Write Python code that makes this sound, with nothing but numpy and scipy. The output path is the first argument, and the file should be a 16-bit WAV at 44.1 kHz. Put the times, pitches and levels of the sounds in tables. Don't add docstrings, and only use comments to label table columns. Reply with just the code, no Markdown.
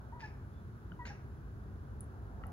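import sys
import numpy as np
from scipy import signal
from scipy.fft import rfft, irfft, next_fast_len
from scipy.io import wavfile
from scipy.ndimage import map_coordinates

SR = 44100
rng = np.random.default_rng(int(sys.argv[2]) if len(sys.argv) > 2 else 0)


def wav_record(signal):
    frames = np.transpose(np.atleast_2d(signal))
    bounded = np.clip(frames, -1, 1)
    quanta = np.round(bounded * 32767).astype(np.int16)
    wavfile.write(sys.argv[1], SR, quanta)


N = 111132
T = np.arange(N) / SR

# frequency in Hz, relative density in dB.
RUMBLE_SPECTRUM = [(15, -30.5), (25, -15), (39, -19), (49, 1.5), (97, 0), (141, -4.5), (162, -14.5),
                   (193, -9.5), (284, -16.5), (409, -17.5), (500, -29.5), (650, -67), (1100, -120)]
AIR_SPECTRUM = [(300, -11.5), (600, -12), (1500, 10), (2200, -6), (3000, -9.5), (4500, -12.5), (7000, -15),
                (8500, -27), (10000, -13.5), (12000, -15), (13500, -29), (15300, -15)]
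RUMBLE_MEAN_DB, RUMBLE_RISE_DB_PER_S, AIR_DB = -47, 1.03, -68
# time in s, level in dB before RUSH_LIFT_DB.
RUSH_COURSE = [(0.0, -61.5), (0.2, -61.5), (0.71, -66), (1.09, -60.5), (1.32, -65), (2.18, -62.5),
               (2.52, -58)]
# frequency in Hz, relative density in dB.
RUSH_SPECTRUM = [(300, -3), (500, 5.5), (1300, 2), (1650, -3), (2000, -43), (3000, -38)]
RUSH_LIFT_DB = 1
# frequency in Hz, mean rms level in dB.
HUM_TONES = [(92, -60.5), (234, -69), (405, -73.5)]
HUM_LAG_S = .00027
# frequency in Hz, correlation (0 to 1).
STEREO_LIKENESS = [(60, 0.96), (150, 0.94), (350, 0.72), (700, 0.69), (1400, 0.45), (2800, 0.07),
                   (6000, 0.32), (12000, 0.014)]
# frequency in Hz, lead of the left in radians.
LEFT_LEAD = [(400, 0.14), (900, 0.77), (1700, 0.73), (2000, 1.74), (2700, 2.68), (3400, 0.53), (5000, 2.15),
             (7000, 1.7), (10000, 1.37), (15000, 0.53)]
# frequency in Hz, time to fall 60 dB in s.
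ROOM_DECAY = [(300, 0.5), (900, 0.4), (1700, 0.46), (2400, 0.52), (3100, 0.29), (6000, 0.36),
              (11000, 0.092)]
TAIL_SHARED = .44
TAIL_ONSET_S = .0039

# time in s, pitch in Hz, level of the fundamental in dB rms,
# second harmonic in dB re the first.
CHIRP_COURSES = [
    [(.121, 905.6, -66, -30), (.126, 904, -50.5, -28), (.136, 943.6, -50.5, -19), (.150, 974.5, -54.5, -22),
     (.197, 957, -54.5, -19), (.212, 932, -78, -3), (.222, 866, -60, -1), (.231, 905, -49, -6.5),
     (.242, 841, -51, 5.5), (.252, 872, -52.5, 2), (.263, 847, -54, -9), (.269, 850, -72, -22)],
    [(.990, 970, -55, -15), (.995, 984, -47, -18), (1.003, 987, -46, -13), (1.012, 962, -48.5, -10),
     (1.023, 957, -47.5, -8), (1.031, 965, -54, -3), (1.039, 960, -55, -10), (1.064, 955, -54, -15),
     (1.075, 948, -75, -2), (1.094, 832, -70, -3), (1.105, 820, -51.5, -1), (1.119, 811, -54, -9),
     (1.130, 810, -58, -8)],
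]
JITTER_FRACTION, SHIMMER_DB = .006, .8
# multiple of the pitch, dB re the second
OPEN_OVERTONES = [(3, -17), (4, -36), (5, -31), (6, -26), (7, -34)]
OPEN_BELOW_HZ = 910
OVERTONE_GROWTH_DB_PER_DB = .96
VOICE_WET_DB, VOICE_PAN_DB = -14, 2

# time in s, level in dB, gliding resonance in Hz.
RASP_COURSES = [
    [(.194, -65, 4660), (.204, -62, 4730), (.211, -55.5, 4780), (.228, -61, 4850), (.240, -67.5, 5320),
     (.256, -58, 5430), (.272, -67, 5200), (.295, -67, 5070)],
    [(1.053, -49, 3896), (1.060, -54, 4083), (1.067, -48.5, 4600), (1.078, -53, 5500), (1.090, -56, 5710),
     (1.110, -63, 5370), (1.135, -77, 5330)],
]
RASP_TOP_EDGES_HZ = [6400, 6800]
# frequency in Hz, relative density in dB.
RASP_SPECTRUM = [(400, 0), (900, -4), (1500, 1), (2100, 5), (2700, -1.5), (3200, -11), (3900, -9.5),
                 (5500, -11.5), (6800, -11), (8500, -36), (10000, -20), (15000, -27)]
# centre in Hz, width in octaves, gain in dB.
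MOUTH_RESONANCES = [(2560, 0.13, 5.5), (3850, 0.04, 4.5), (5000, 0.07, 4), (6780, 0.061, 6.5),
                    (8030, 0.037, 15)]
EDGE_STEP_DB, EDGE_OCT = -8, .021
GLIDE_DB, GLIDE_OCT = -9, .12
RASP_FADE_S, RASP_GRAIN_DEPTH, RASP_GRAINS_PER_S = .002, .28, 600
RASP_WET_DB, RASP_PAN_DB = -7.5, -1

# start in s, level in dB, low mode in Hz, high mode in Hz, middle mode, high mode
# and crack in dB re the low mode, left re right in dB, room tail in dB re direct.
CLICK_EVENTS = [(0.2048, -44.5, 1750, 2620, -6, -3, 1.5, 0, -9),
                (0.9190, -40, 1440, 2990, -36, -9.5, -33, 6, -16),
                (1.0533, -37.5, 1560, 2820, -3, -7, -3, 3, -7),
                (2.4368, -36, 1320, 2850, -6, -13, -17, 2, -12)]
# frequency in Hz, relative density in dB.
CRACK_SPECTRUM = [(500, -40), (1800, 17), (4000, 11), (5000, 0), (6500, -9), (9000, -14), (15000, -22)]
MID_MODE_HZ = 1897
CLICK_ATTACK_S, CLICK_T60_S, CRACK_T60_S = .0009, .018, .009

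# centre time in s, half length in s, peak level in dB, pitch in Hz, width in octaves.
WHISTLE_EVENT = (.565, .035, -81, 3500, .02)
# start in s, peak level in dB, pitch in Hz.
THUMP_EVENTS = [(.905, -45, 178)]
THUMP_RISE_S = .015

# start in s, level in dB, pitch in Hz, width in octaves.
TICK_EVENTS = [(2.0066, -44.5, 9940, 0.078), (2.4677, -59.5, 11100, 0.2)]
TICK_S, TICK_SKIRT_DB, TICK_SKIRT_HZ, TICK_SKIRT_OCT = .0021, -26, 7440, .6
# delay in s, level in dB re direct.
WALL_ECHOES = [(.0055, -15), (.0100, -16), (.0152, -25), (.0230, -20), (.0342, -18)]
TICK_WET_DB = -12

# time in s, level in dB.
SWELL_COURSE = [(2.05, -85), (2.14, -65.5), (2.24, -76.5), (2.36, -64.5), (2.52, -63)]
SWELL_HZ, SWELL_OCT = 747, .18

TOP_HZ = 15750


def amp(db):
    return 10 ** (np.asarray(db) / 20)


def unit(x):
    return x / np.sqrt(np.mean(x ** 2) + 1e-20)


def along(points, hz):
    f, v = np.transpose(points)
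    return np.interp(np.log(hz + 1), np.log(f + 1), v)


def wobble(knots_per_s):
    knots = rng.standard_normal(int(N * knots_per_s / SR) + 4)
    return map_coordinates(knots, [T * knots_per_s])


def filtered(x, response):
    m = next_fast_len(N + SR // 2)
    return irfft(rfft(x, m) * response(np.fft.rfftfreq(m, 1 / SR)), m)[..., :N]


def bump(hz, centre_hz, octaves):
    return np.exp(-.5 * (np.log2((hz + 1) / centre_hz) / octaves) ** 2)


def noise(gain):
    return unit(filtered(rng.standard_normal(N), gain))


def wide_noise(spectrum):
    def mid_side_gain(hz):
        angle = np.arccos(np.clip(along(STEREO_LIKENESS, hz), -1, 1)) / 2
        return amp(along(spectrum, hz)) * [np.cos(angle), np.sin(angle)]

    mid, side = filtered(rng.standard_normal((2, N)), mid_side_gain)
    return unit(np.array([mid + side, mid - side]))


def panned(x, left_re_right_db):
    sign = np.array([[1], [-1]])
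    return filtered(x, lambda hz: amp(sign * left_re_right_db / 2)
                    * np.exp(.5j * along(LEFT_LEAD, hz) * sign))


def in_room(x, wet_db):
    hz, t, z = signal.stft(rng.standard_normal((3, SR // 2)), SR, nperseg=256)
    z = np.sqrt(1 - TAIL_SHARED) * z[:2] + np.sqrt(TAIL_SHARED) * z[2]
    decay = amp(-60 * t / along(ROOM_DECAY, hz)[:, None])
    onset = 1 - np.exp(-t / TAIL_ONSET_S)
    tail = signal.istft(z * decay * onset, SR, nperseg=256)[1]
    tail /= np.linalg.norm(tail[0])
    return x + amp(wet_db) * signal.fftconvolve(x, tail, axes=1)[:, :N]


def room_tone():
    hum = np.zeros(N)
    for db, hz in [(db, hz) for hz, db in HUM_TONES]:
        level = np.sqrt(2) * amp(db + .53 * wobble(3.0))
        hum += level * np.sin(2 * np.pi * hz * T + .5 * wobble(4.63))
    rush_db = np.interp(T, *np.transpose(RUSH_COURSE)) + RUSH_LIFT_DB
    rush = amp(rush_db) * wide_noise(RUSH_SPECTRUM)
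    rumble_db = RUMBLE_MEAN_DB + RUMBLE_RISE_DB_PER_S * (T - T.mean())
    rumble = amp(rumble_db) * wide_noise(RUMBLE_SPECTRUM)
    left, right = hum + rumble + rush + amp(AIR_DB) * wide_noise(AIR_SPECTRUM)
    return np.array([left, np.interp(T - HUM_LAG_S, T, right)])


def voice():
    out = np.zeros(N)
    for chirp in CHIRP_COURSES:
        s, *columns = np.transpose(chirp)
        hz, db, second_db = [np.interp(T, s, c) for c in columns]
        phase = 2 * np.pi * np.cumsum(hz * (1 + JITTER_FRACTION * wobble(300))) / SR
        gate = np.clip(np.minimum(T - s[0], s[-1] - T) / .0028, 0, 1)
        upper = sum(amp(level_db + OVERTONE_GROWTH_DB_PER_DB * second_db) * np.sin(k * phase)
                    for k, level_db in OPEN_OVERTONES)
        mouth_open = hz < OPEN_BELOW_HZ
        tone = np.sin(phase) + amp(second_db) * (np.sin(2 * phase) + mouth_open * upper)
        out += np.sqrt(2) * gate * amp(db + SHIMMER_DB * wobble(200)) * tone
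    return panned(out, VOICE_PAN_DB)


def rasp():
    out = np.zeros(N)
    for rows, edge_hz in zip(RASP_COURSES, RASP_TOP_EDGES_HZ):
        s, *columns = np.transpose(rows)
        db, glide_hz = [np.interp(T, s, c) for c in columns]
        gate = np.clip(np.minimum(T - s[0], s[-1] - T) / RASP_FADE_S, 0, 1)

        def hiss_gain(hz):
            mouth_db = sum(gain_db * bump(hz, centre, width) for centre, width, gain_db in MOUTH_RESONANCES)
            above_edge = (1 + np.tanh(np.log2((hz + 1) / edge_hz) / EDGE_OCT)) / 2
            return amp(along(RASP_SPECTRUM, hz) + mouth_db + EDGE_STEP_DB * above_edge)

        hiss = noise(hiss_gain)
        band = signal.hilbert(noise(lambda hz: bump(hz, glide_hz[0], GLIDE_OCT)))
        glide = np.real(band * np.exp(2j * np.pi * np.cumsum(glide_hz - glide_hz[0]) / SR))
        grain = 1 + RASP_GRAIN_DEPTH * wobble(RASP_GRAINS_PER_S)
        out += amp(db) * gate * unit((hiss + amp(GLIDE_DB) * glide) * grain)
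    return panned(out, RASP_PAN_DB)


def mouth_clicks():
    out = np.zeros((2, N))
    for s, db, low_hz, high_hz, mid_db, high_db, crack_db, pan_db, wet_db in CLICK_EVENTS:
        t = np.maximum(T - s, 0)
        modes = [(low_hz, 0), (MID_MODE_HZ, mid_db), (high_hz, high_db)]
        ring = sum(amp(mode_db) * np.sin(2 * np.pi * hz * t) for hz, mode_db in modes)
        ring = ring * amp(-60 * t / CLICK_T60_S)
        crack = amp(crack_db - 60 * t / CRACK_T60_S) * noise(lambda hz: amp(along(CRACK_SPECTRUM, hz)))
        attack = 1 - np.exp(-t / CLICK_ATTACK_S)
        out += in_room(panned(amp(db) * attack * (ring + crack), pan_db), wet_db)
    return out


def whistle():
    s, half_s, db, pitch_hz, octaves = WHISTLE_EVENT
    envelope = amp(db) * np.exp(-.5 * ((T - s) / half_s) ** 2)
    return panned(envelope * noise(lambda hz: bump(hz, pitch_hz, octaves)), 0)


def thumps():
    out = np.zeros(N)
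    for s, db, hz in THUMP_EVENTS:
        t = np.maximum(T - s, 0)
        envelope = t / THUMP_RISE_S * np.exp(1 - t / THUMP_RISE_S)
        out += amp(db) * envelope * np.sin(2 * np.pi * hz * t)
    return out


def ticks():
    out = np.zeros(N)
    for s, db, tick_hz, octaves in TICK_EVENTS:
        u = np.clip((T - s) / TICK_S, 0, 1)
        burst = rng.standard_normal(N) * np.sqrt(np.abs(np.sin(np.pi * u)))
        tick = filtered(burst, lambda hz: bump(hz, tick_hz, octaves)
                        + amp(TICK_SKIRT_DB) * bump(hz, TICK_SKIRT_HZ, TICK_SKIRT_OCT))
        out += amp(db) * tick / np.linalg.norm(tick) * np.sqrt(TICK_S * SR)
    echoes = sum(amp(db) * np.interp(T - delay_s, T, out) for delay_s, db in WALL_ECHOES)
    return panned(out + echoes, 0)


def swell():
    level = amp(np.interp(T, *np.transpose(SWELL_COURSE)))
    return panned(level * noise(lambda hz: bump(hz, SWELL_HZ, SWELL_OCT)), 0)


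def scene():
    cat = in_room(voice(), VOICE_WET_DB) + in_room(rasp(), RASP_WET_DB) + mouth_clicks()
    return room_tone() + cat + whistle() + thumps() + in_room(ticks(), TICK_WET_DB) + swell()


def record(dry):
    return filtered(dry, lambda hz: hz < TOP_HZ)


dry = scene()
out = record(dry)
wav_record(out)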